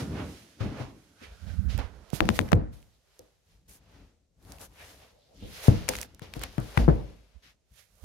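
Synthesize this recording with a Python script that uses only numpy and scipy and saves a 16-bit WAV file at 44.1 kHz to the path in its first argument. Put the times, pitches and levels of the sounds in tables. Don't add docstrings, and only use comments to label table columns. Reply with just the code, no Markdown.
import sys
import numpy as np
from scipy import signal
from scipy.fft import rfft, irfft
from scipy.io import wavfile
from scipy.ndimage import uniform_filter1d, minimum_filter1d

SR = 44100
rng = np.random.default_rng(int(sys.argv[2]) if len(sys.argv) > 2 else 0)


def wav_out(sig):
    wavfile.write(sys.argv[1], SR, np.round(np.clip(np.atleast_2d(sig).T, -1, 1) * 32767).astype(np.int16))


def field_ratio(decibels):
    return 10 ** (np.asarray(decibels, dtype=float) / 20)


N = 354563
T = np.arange(N) / SR
STEP = T[::32]
HZ = np.arange(N // 2 + 1) * SR / N + 1


def shape(table):
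    hz, db = np.transpose(table)
    return field_ratio(np.interp(np.log(HZ), np.log(hz), db))


def window(lo_hz, hi_hz):
    return 1 / np.sqrt((1 + (lo_hz / HZ) ** 8) * (1 + (HZ / hi_hz) ** 8))


def noise(gain, alike, grain_db=0.):
    grains = field_ratio(grain_db * np.minimum(rng.exponential(size=N), 6.5))
    mid, side = rng.standard_normal((2, N)) * grains
    alike = np.clip(alike, 0, 1)
    pair = np.sqrt(1 + alike) * mid + np.sqrt(1 - alike) * side * np.array([[1], [-1]])
    out = irfft(rfft(pair) * gain, N)
    return out / np.sqrt(np.mean(out ** 2) * (1 + alike) / 2)


def walk(rate):
    hold = int(SR / rate)
    held = np.repeat(rng.standard_normal(N // hold + 1), hold)
    return 1.3 * uniform_filter1d(uniform_filter1d(held, hold), hold)[:N]


def ports(pan_db):
    ratio = field_ratio(pan_db)
    return np.array([2 * ratio / (1 + ratio), 2 / (1 + ratio)]).reshape(2, -1)


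def fade(t, t60):
    return np.exp(-np.log(1000) * t / t60)


def add(out, s, sound):
    i = int(s * SR)
    out[:, i:i + sound.shape[1]] += sound[:, :N - i]


def swell(s, rise, fall, db, rounded):
    return field_ratio(db - 20 * (np.abs(STEP - s) / np.where(STEP < s, rise, fall)) ** rounded)


def fine(gains):
    return np.array([np.interp(T, STEP, g) for g in gains])


# t/s, peak level/dB, bounce f/Hz, left minus right/dB, rail and room level/dB
THUMPS = [(2.1314, -15.5, 153, -62, -18), (2.204, -16.5, 150, 29, 3.5), (2.29, -13, 200, 32, -10),
          (2.303, -15.5, 136, 23, -23.5), (2.3921, -23.5, 237, -10, -2), (2.403, -15.5, 150.1, 16, -13),
          (2.518, -24.5, 250, 14.5, 0.5), (2.5285, -3.5, 144, -30, -25), (2.539, -11, 93, 1.5, -10.5),
          (3.688, -46.5, 117, 3, -15.5), (5.424, -31, 90, -7, -4), (5.6824, 3.5, 108.7, 6.5, -18.5),
          (6.218, -30, 136, 22, -13), (6.366, -24, 121, 9.5, -11), (6.581, -12.5, 143, 11.5, -13),
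          (6.7748, -5.5, 91, 10, -16), (6.8801, -5.5, 200, 35.5, -14.5), (6.8859, 1.5, 147, 6, -19.5),
          (6.903, -9, 55.6, 10, -38)]
BOOMS = [
    (0.604, -27.5, 115, 35, -1.5),
    (.8, -32, 126.5, 9, -2),
    (1.215, -45.5, 237, 3, 1.5),
    (1.788, -35, 271.3, 7.5, -6.5),
    (3.1933, -42.5, 502, 0.5, -1),
    (5.701, -32, 54, 4, -25),
    (5.89, -22.5, 507, 6, -4.5),
    (6.797, -14, 53.76, 1.5, -14),
    (6.892, -26, 180, 6, -20),
    (5.73, -26, 100, 5, -20),
]
RECOILS = [
    (6.8905, -8, 110, 6, -20),
    (5.712, -14, 80, 6, -20),
    (6.802, -17, 130, 8, -20),
    (2.564, -20, 100, 0, -15),
]
# f/Hz, level/dB, t60/s
RAIL = [(54, -5.5, 0.53), (92, -5, 0.16), (115, -7.5, 0.16), (144, -15, 0.062), (185.7, -17.5, 0.19),
        (250, -20, 0.2), (298, -18, 0.11), (402, -18, 0.26), (496, -19.5, 0.35), (614, -33.5, 0.49),
        (700, -40.5, 0.16), (804, -44, .4)]
# f/Hz, level/dB per Hz
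ROOM = [(18, -35.5), (30, 1), (60, 2.5), (244, -5), (272, -19), (309, -4), (367, -19.5), (475, -16.5),
        (864, -27.5), (5000, -54), (6500, -87.5), (11000, -120)]
THUMP_CYCLES, BOOM_CYCLES = 5.54, 34.3
ROOM_T60_S, CLATTER_T60_S = 0.45, 0.18


def thumps():
    out, t = np.zeros((2, N)), T[:SR - SR // 4]
    room = noise(shape(ROOM), alike=0.35)
    clatter = irfft(rfft(room) * window(300, 950), N)
    palm = signal.butter(3, 1500, fs=SR, output="sos")
    blows = [(*row, THUMP_CYCLES) for row in THUMPS]
    blows += [(*row, BOOM_CYCLES) for row in BOOMS]
    blows += [(*row, THUMP_CYCLES) for row in RECOILS]
    chance = rng.standard_normal((len(blows), 2, 2, len(RAIL), 1))
    mode_hz, mode_db, mode_t60 = np.transpose(RAIL)[:, :, None]
    for (s, db, hz, pan_db, ring_db, cycles), (detune, spread) in zip(blows, chance):
        phase = 2 * np.pi * hz * t + 2.0 * (1 - np.exp(-t * hz / 0.052))
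        bounce = -np.sin(phase) * fade(t, cycles / hz)
        bounce = bounce * (1 - 0.54 * np.exp(-t * hz / 0.24)) * (1 - np.exp(-t / 0.0001))
        bounce = signal.sosfilt(palm, bounce)
        gain = field_ratio(mode_db + 6.2 * spread[:1] + 1.2 * spread) / (1 + (mode_hz / (7.5 * hz)) ** 2)
        gain = gain / (1 + (hz / (2.3 * mode_hz)) ** 2)
        swing = np.sin(2 * np.pi * mode_hz * (1 + 0.0081 * detune[:1] + 0.015 * detune) * t)
        rail = np.sum(gain * swing * fade(t, mode_t60), axis=1) * (1 - np.exp(-t / 0.0079))
        i = int(s * SR)
        tail = room[:, i:][:, :len(t)] * (1 - np.exp(-t / 0.0025)) * fade(t, ROOM_T60_S)
        tail = tail / (1 + (hz / 230) ** 2)
        tail = tail + 2.0 * clatter[:, i:][:, :len(t)] * fade(t, CLATTER_T60_S)
        far = field_ratio(ring_db) * ports(0.088 * pan_db) * (1.2 * rail + 0.42 * tail)
        add(out, s, field_ratio(db) * (0.94 * ports(pan_db) * bounce + far))
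    return out


# t/s, peak level/dB, sharpness f/Hz, left minus right/dB, share of leading spike
SNAPS = [(2.2056, 1, 3500, 26, 0.75), (2.29, -9.5, 3020, 31, 1.7), (2.3916, -14, 3700, 17, 0.37),
         (2.3911, -6, 3130, 25.5, 1.2), (2.5164, -29, 2970, 13, 0.83), (2.5195, -13, 2470, 14.5, .9),
         (2.5309, -5.5, 3820, 24, 0.033), (6.7742, -7, 2780, 14, 0.11), (6.7763, -5.5, 3600, 1, 0.36),
         (6.7772, -17, 3430, 0, 0.51), (6.8859, -24, 1700, 5.5, 0.12)]
# f/Hz, level/dB, t60/s
SHELL = [(2600, -8, .005), (3400, -12.5, .004), (7000, -16.5, 0.0022)]


def snaps():
    out, t = np.zeros((2, N)), T[:SR // 50]
    ring = sum(field_ratio(db) * np.sin(2 * np.pi * hz * t) * fade(t, t60) for hz, db, t60 in SHELL)
    spray = rng.standard_normal((len(SNAPS), 2, len(t)))
    for (s, db, hz, pan_db, lead), hiss in zip(SNAPS, spray):
        turn = t * hz
        spike = lead * np.exp(-((turn - .5) / 0.19) ** 2)
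        drop = np.exp(-((turn - 1.15) / np.where(turn < 1.15, .22, .7)) ** 2)
        snap = spike - drop + min(lead, 1) * ring + 0.027 * hiss * fade(t, 0.02)
        add(out, s - .5 / hz, field_ratio(db) * ports(pan_db) * snap)
    return out


# t/s, peak level/dB, ring f/Hz, left minus right/dB
NAILS = [(1.7782, -28, 2600, -33), (2.2546, -33, 1750, -18), (1.7889, -34, 1500, -6),
         (4.521, -33, 5300, -18), (4.5852, -39, 2500, -3), (4.6145, -35, 5200, 3), (5.8885, -13, 1800, 4.5),
         (5.9665, -27.5, 5500, -10), (5.8895, -12, 6000, 5), (5.8908, -18, 6200, 5.5),
         (5.9545, -27.5, 6000, 1), (6.0262, -29, 2400, -1), (6.03, -26.5, 5500, -1),
         (6.4212, -33.5, 7500, -10), (6.602, -37.5, 8000, -2), (4.4273, -52, 5000, -1),
         (4.4507, -49, 5000, -1), (2.3028, -30, 3600, 1), (2.553, -44, 6000, 0.5), (2.519, -30, 6000, 10),
         (2.4185, -38, 2500, 0), (5.9868, -24, 1900, -6), (6.0143, -20.5, 7000, -7),
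         (6.1475, -40.5, 4800, -12), (6.1949, -36, 1300, -1), (6.3944, -34, 4360, -16),
         (6.4153, -31, 1600, -10.5), (6.4368, -17, 1770, -4), (6.435, -24, 2000, -6)]
CREAKS = [(2.103, -33.5, 4760, -17), (2.3024, -25, 1497, 1), (2.4044, -33, 3180, -11),
          (2.4121, -27.5, 2400, 16), (2.4889, -33, 1580, -33), (5.898, -27, 2500, 3),
          (6.008, -32, 2200, -6), (5.979, -34, 3000, 0), (4.7855, -44, 2600, 0), (5.021, -48, 2680, -1),
          (2.1025, -42, 1300, -15), (6.048, -38, 1500, 0), (2.828, -44, 2520, -12.5),
          (3.1925, -34.5, 6160, -11), (5.882, -24.5, 1620, 22.5), (5.9362, -24, 1570, -2),
          (5.9534, -22.5, 1900, 4), (6.0305, -29, 2140, 0), (6.2203, -34, 1460, 7), (6.3377, -23, 2250, 2),
          (6.5819, -27.5, 1770, 1)]
NAIL_TOP_DB, CREAK_TOP_DB = -4, -18
TICK_T60_S, TICK_STRETCH = .008, 0.3


def ticks():
    out, t = np.zeros((2, N)), T[:SR // 10]
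    taps = [(*row, NAIL_TOP_DB) for row in NAILS] + [(*row, CREAK_TOP_DB) for row in CREAKS]
    bursts = rng.standard_normal((len(taps), 2, 2, len(t)))
    bursts[..., 0] = 4.5
    edge = signal.butter(2, [4800, 13500], "band", fs=SR, output="sos")
    for (s, db, hz, pan_db, top_db), (body, top) in zip(taps, bursts):
        t60 = TICK_T60_S * field_ratio(TICK_STRETCH * (db + 33))
        shell = signal.butter(1, [hz / 1.35, min(hz * 1.35, SR / 2.5)], "band", fs=SR, output="sos")
        body = signal.sosfilt(shell, body * fade(t, t60))
        top = signal.sosfilt(edge, top * fade(t, 1.4 * t60) * fade(t, t60))
        tick = body / np.abs(body).max() + field_ratio(top_db) * top / np.abs(top).max()
        add(out, s, field_ratio(db) * ports(pan_db) * tick)
    return out


# t/s, width/s, rub level/dB, sizzle above rub/dB, body above rub/dB
FINGERS = [(2.26, 0.22, -56.5, -6, 1), (2.362, 0.048, -48, 0.5, -13), (2.46, 0.12, -60.5, -2.5, 7),
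           (3.2, 0.29, -72.5, -5, 0), (3.52, 0.19, -77.5, -3.5, -2), (3.96, 0.26, -67.5, -11, 3.5),
           (4.523, 0.12, -62.5, 0.5, 6), (4.9, 0.24, -60.5, -1.5, -1.5), (4.815, .08, -55, -20, -3),
           (5.04, .09, -68.5, -15, 2.5), (5.57, 0.16, -55.5, -1, -28), (5.67, 0.15, -48.5, -10, -3),
           (5.79, 0.36, -53.5, -10, 1), (6.362, 0.032, -55, -3, 1.5), (6.437, 0.063, -48, -13, 0.2),
           (6.66, 0.28, -55, -5.5, 0), (6.801, 0.081, -45.5, -10.5, 3), (7.793, 0.092, -64, 0, -11),
           (8.04, 0.16, -71, 5, 3)]
CLOTH = [
    (0.2, 0.11, -50, -47, 8.5),
    (.3, 0.4, -57.5, -4, -4.5),
    (1.239, 0.046, -52, -17, -16),
    (1.5, 0.52, -66, -5, -0.5),
    (0.81, 0.08, -53, -15.5, 8.5),
    (1.021, 0.44, -75.5, -1, -12.5),
    (2.0, 0.4, -76, -10.5, 13),
]
# t/s, fall/s, then levels as above
DRAGS = [
    (0.0, 0.12, -48, -6, 6),
    (0.607, 0.26, -50, -18, 6.5),
    (1.791, 0.091, -48, -18, 7),
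    (2.73, 0.27, -67.5, -0.7, 1),
    (6.228, 0.12, -54.5, -11, 0.5),
    (6.9, 0.61, -62, -10.5, 0),
]
# t/s, length/s, then levels as above
SCUFFS = [
    (1.23, 0.14, -64, -21, -2.5),
    (1.458, 0.1, -63.5, -15, -3),
    (1.685, 0.099, -51.5, -13, -6),
    (2.124, 0.076, -49.5, 1.7, -6),
    (3.677, 0.12, -66.5, 8, -3.5),
    (4.591, 0.089, -58.5, 7, 6),
    (5.62, 0.1, -54.5, 4.5, -5),
    (5.878, 0.19, -50, -1.5, -3),
    (7.42, 0.12, -63.5, -12, -14),
]
# t/s, width/s, level/dB
SLEEVE = (1.5, 0.45, -66)
# t/s, left minus right/dB
GRIP = [(0.0, -4), (1.2, -4.5), (2.11, -9), (2.13, -50), (2.19, -60), (2.21, -3.5), (4.6, 1.5), (5.6, -1.5),
        (5.89, -1), (6.04, -3.5), (6.2, 1), (7.5, 2), (7.78, -12.5), (8.04, -8)]
# f/Hz, level/dB per Hz
SKIN = [(240, -29.5), (400, 1.5), (600, 0.5), (1120, -5.5), (1960, -2), (2710, -2), (3700, -2.5),
        (5300, -4.5), (6490, -8.5), (7820, -17.5), (13500, -23), (15700, -28), (16500, -41.5)]
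TOUCHDOWN_S, CATCH_S, SWELL_ROUND = 2.09, 0.013, 1.18


def rub():
    skin, slip_db = shape(SKIN), 0.4 * walk(35)
    mid = noise(skin * window(1100, 7800), alike=0.12, grain_db=2.5) * field_ratio(1.3 * walk(25))
    top = noise(skin * window(12000, 11000), alike=.05, grain_db=3.5) * field_ratio(0.37 * walk(25))
    body = noise(skin * window(290, 1400), alike=0.54, grain_db=2.0) * field_ratio(0.29 * walk(23))
    dull = noise(skin * window(1400, 3200), alike=0.12, grain_db=1.2) * field_ratio(0.69 * walk(23))
    far_top = noise(skin * window(11400, 9400), alike=0.068)
    top = np.where(T < TOUCHDOWN_S, far_top + 0.11 * top, top)

    def stroke(contact, sizzle_db, body_db):
        soft = np.clip(-(sizzle_db + 6.5) / 18, 0, .9)
        return np.outer([np.sqrt(1 - soft), np.sqrt(soft), field_ratio(sizzle_db), field_ratio(body_db)], contact)

    gains = 0
    for s, width, db, *colour in CLOTH + FINGERS:
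        gains = gains + stroke(swell(s, width, width, db, SWELL_ROUND), *colour)
    for s, fall, db, *colour in DRAGS:
        gains = gains + stroke(swell(s, CATCH_S, fall, db, 1), *colour)
    for s, length, db, *colour in SCUFFS:
        contact = np.clip(np.minimum((STEP - s) / 0.019, (s + length - STEP) / 0.045), 0, 1)
        contact = contact * field_ratio(db - 2.4 * np.clip((STEP - s) / length, 0, 1))
        gains = gains + stroke(contact, *colour)
    out = sum(g * layer for g, layer in zip(fine(gains), (mid, dull, top, body)))
    s, width, db = SLEEVE
    fold = noise(1 / np.sqrt(1 + ((HZ - 1480) / 150) ** 4), alike=0.44)
    fold = fold * fine([swell(s, width, width, db, 3)]) * field_ratio(2.2 * walk(14))
    return field_ratio(slip_db) * (out * ports(np.interp(T, *np.transpose(GRIP))) + fold)


# t/s, rise/s, fall/s, f/Hz, level/dB
HOLLOWS = [(0.63, .03, .08, 2500, -54), (0.82, .05, .05, 2500, -60), (0.87, .06, .12, 900, -56.5),
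           (1.22, .04, .1, 1350, -60), (1.33, 0.071, .08, 550, -61), (1.5, 0.047, .06, 1600, -58),
           (1.5, .08, .08, 550, -57), (1.68, .1, .04, 1500, -61.5), (1.795, .01, .1, 1000, -47),
           (1.795, .01, .07, 2000, -51), (2.56, .02, .15, 600, -51), (4.53, .1, .15, 750, -58),
           (4.81, .04, .08, 2000, -55), (4.85, 0.065, .12, 6500, -65), (5.03, .02, .06, 2600, -62),
           (5.03, .1, .15, 700, -64), (5.16, .1, .14, 560, -63), (5.24, .18, .15, 4000, -71),
           (5.33, .1, .08, 550, -62), (5.37, 0.051, .1, 5200, -65), (5.44, 0.084, .12, 3300, -55.5),
           (5.66, .05, .04, 6200, -56), (5.895, 0.011, .05, 750, -36.5), (5.9, .01, .05, 5500, -54),
           (6.27, 0.065, .04, 2500, -59), (6.59, 0.011, .06, 1300, -46), (6.79, .02, .08, 700, -40),
           (6.845, .02, .02, 4000, -51), (6.889, .01, .02, 1300, -32), (6.96, 0.08, .2, 450, -44),
           (2.95, .08, .08, 4000, -76), (7.8, .06, .08, 2000, -70), (3.21, .02, .15, 500, -62),
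           (4.72, .06, .06, 900, -68), (1.86, .05, .1, 1600, -60), (2.485, .02, .02, 1900, -50),
           (2.36, .04, .03, 6500, -54), (2.6, .07, .15, 1500, -57), (6.98, .07, .15, 800, -54),
           (6.785, .012, .07, 1600, -44)]
HOLLOW_SPREAD, HOLLOW_ALIKE = 1.25, 0.42


def hollows():
    out, t = np.zeros((2, N)), T[:SR // 2] - .2
    hiss = rng.standard_normal((len(HOLLOWS), 3, len(t)))
    grit = rng.exponential(size=(len(HOLLOWS), len(t)))
    for (s, rise, fall, hz, db), (mid, *own), grain in zip(HOLLOWS, hiss, grit):
        band = signal.butter(2, [hz / HOLLOW_SPREAD, hz * HOLLOW_SPREAD], "band", fs=SR, output="sos")
        gritty = (HOLLOW_ALIKE * mid + np.array(own)) * field_ratio(3.5 * np.minimum(grain, 6.5))
        sound = signal.sosfilt(band, gritty)
        gain = field_ratio(db - 20 * (np.abs(t) / np.where(t < 0, rise, fall)) ** 1.2)
        add(out, s + t[0], ports(np.interp(s, *np.transpose(GRIP))) * gain * sound / sound.std())
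    return out


# t/s, rise/s, fall/s, bass level/dB; rise and fall are times to 20 dB down
TREADS = [
    (0.202, 1.5, 0.2, -36.5),
    (0.632, 0.036, 0.27, -36),
    (2.03, 0.51, .06, -59.5),
]
LEANS = [(2.851, 0.13, .25, -64.5), (3.7, 0.044, 0.14, -66.5), (4.02, 0.4, 0.17, -54),
         (4.468, 0.071, 0.48, -50), (4.95, 0.64, 0.35, -59.5), (5.37, 0.061, 0.24, -58.5),
         (5.431, 0.065, 0.3, -47), (5.95, 0.096, 0.14, -43), (6.445, 0.41, 0.23, -46.5),
         (7.2, 0.086, 0.26, -68), (7.46, 0.05, .15, -65)]
# same columns, then left minus right/dB
GUSTS = [
    (1.44, 0.026, 0.59, -41.5, -27.5),
    (1.66, 0.16, .1, -31, -49),
    (1.781, 0.2, .11, -35.5, -21),
    (3.52, 0.091, 0.35, -61.5, 1),
    (4.38, 0.019, 0.24, -63, 4.5),
    (7.715, 0.014, 0.12, -56.5, 3.5),
    (7.93, .1, 0.32, -64.5, -0.5),
]
# f/Hz, level/dB per Hz
BASS = [(20, -27.5), (35, -6), (50, 8.5), (80, 4), (125, -4), (200, -7), (400, -59)]
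# f/Hz, width/Hz, level/dB
BOARDS = [(153, 65, -7.5), (200, 30, 1.5), (273, 72, 13), (447, 70, -16), (574, 39, -21.5)]
TREAD_RING_DB, LEAN_RING_DB, GUST_RING_DB = -0.5, -10, -28.5
LEAN_PAN_DB, LAST_STEP_S = 3, 1.2


def rumble():
    bass = noise(shape(BASS), alike=0.97) * field_ratio(0.87 * walk(22))
    ring = sum(field_ratio(db) / np.sqrt(1 + (2 * (HZ - hz) / width) ** 2) for hz, width, db in BOARDS)
    boards = noise(ring * window(190, 645), alike=0.89) * field_ratio(2.5 * walk(30))
    loads = [(*row, 0, TREAD_RING_DB) for row in TREADS]
    loads += [(*row, LEAN_PAN_DB, LEAN_RING_DB) for row in LEANS]
    loads += [(*row, GUST_RING_DB) for row in GUSTS]
    bass_gain, board_gain = 0, 0
    for s, rise, fall, db, pan_db, ring_db in loads:
        load = ports(pan_db) * swell(s, rise, fall, db, rounded=0.95)
        bass_gain = bass_gain + load
        board_gain = board_gain + field_ratio(ring_db) * load
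    heel = irfft(rfft(bass) * window(89.6, 700), N) * 2.33
    return fine(bass_gain) * np.where(T < LAST_STEP_S, heel, bass) + fine(board_gain) * boards


# t/s, peak level/dB, f/Hz, left minus right/dB
PUFFS = [
    (1.283, -44, 63, -2),
    (1.32, -40.5, 59.4, 2),
    (1.429, -38, 74.5, -18),
    (1.54, -31, 80.6, -41),
    (1.593, -20.5, 68, -55),
    (1.682, -22, 64.6, -41),
    (1.75, -23, 80, -23),
    (1.848, -30, 63.4, -26),
    (7.362, -44.5, 60.5, -26),
    (8.038, -37, 65.5, -14),
]


def puffs():
    out, t = np.zeros((2, N)), T[:SR // 10] - .05
    for s, db, hz, pan_db in PUFFS:
        eddy = np.cos(2 * np.pi * hz * t) * np.exp(-(t * hz / 0.94) ** 2)
        crest = np.cos(2 * np.pi * 3.05 * hz * t) * np.exp(-(t * hz / 0.34) ** 2)
        add(out, s + t[0], field_ratio(db) * ports(pan_db) * (eddy + 0.18 * crest))
    return out


# f/Hz, level/dB per Hz
QUIET = [(15, -35.5), (25, 0.5), (65, -3), (296, -18.5), (600, -14.5), (1030, -28.5), (6550, -22.5),
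         (12600, -36.5), (15200, -47.5), (16500, -55)]
QUIET_DB = -75.5


def hush():
    return field_ratio(QUIET_DB + 0.5 * walk(6)) * noise(shape(QUIET), alike=.2)


PORT_LAG_S = .00045


def scene():
    left, right = thumps() + snaps()
    blows = np.array([left, np.interp(T - PORT_LAG_S, T, right)])
    return blows + ticks() + rub() + hollows() + rumble() + puffs() + hush()


GATE_DB, GATE_S, GATE_SLOPE = -71, 0.051, 1


def gate(x):
    treble = irfft(rfft(x) * window(780, 20000), N)
    power = uniform_filter1d(np.mean(treble ** 2, axis=0), int(GATE_S * SR)) + 1e-14
    return x - treble * (1 - field_ratio(GATE_SLOPE * np.minimum(10 * np.log10(power) - GATE_DB, 0)))


def band_limit(x):
    return signal.sosfilt(signal.butter(12, 16810, fs=SR, output="sos"), x)


def record(dry):
    x = signal.sosfilt(signal.butter(4, 38, "high", fs=SR, output="sos"), gate(dry))
    x = signal.sosfilt(signal.ellip(8, .2, 70, 16200, fs=SR, output="sos"), x)
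    need = np.minimum(1, 1.1 / (np.abs(x).max(axis=0) + 1e-9))
    gain = uniform_filter1d(minimum_filter1d(need, size=400), size=200)
    return band_limit(np.clip(x * gain, -1, 1))


dry = scene()
out = record(dry)
wav_out(out)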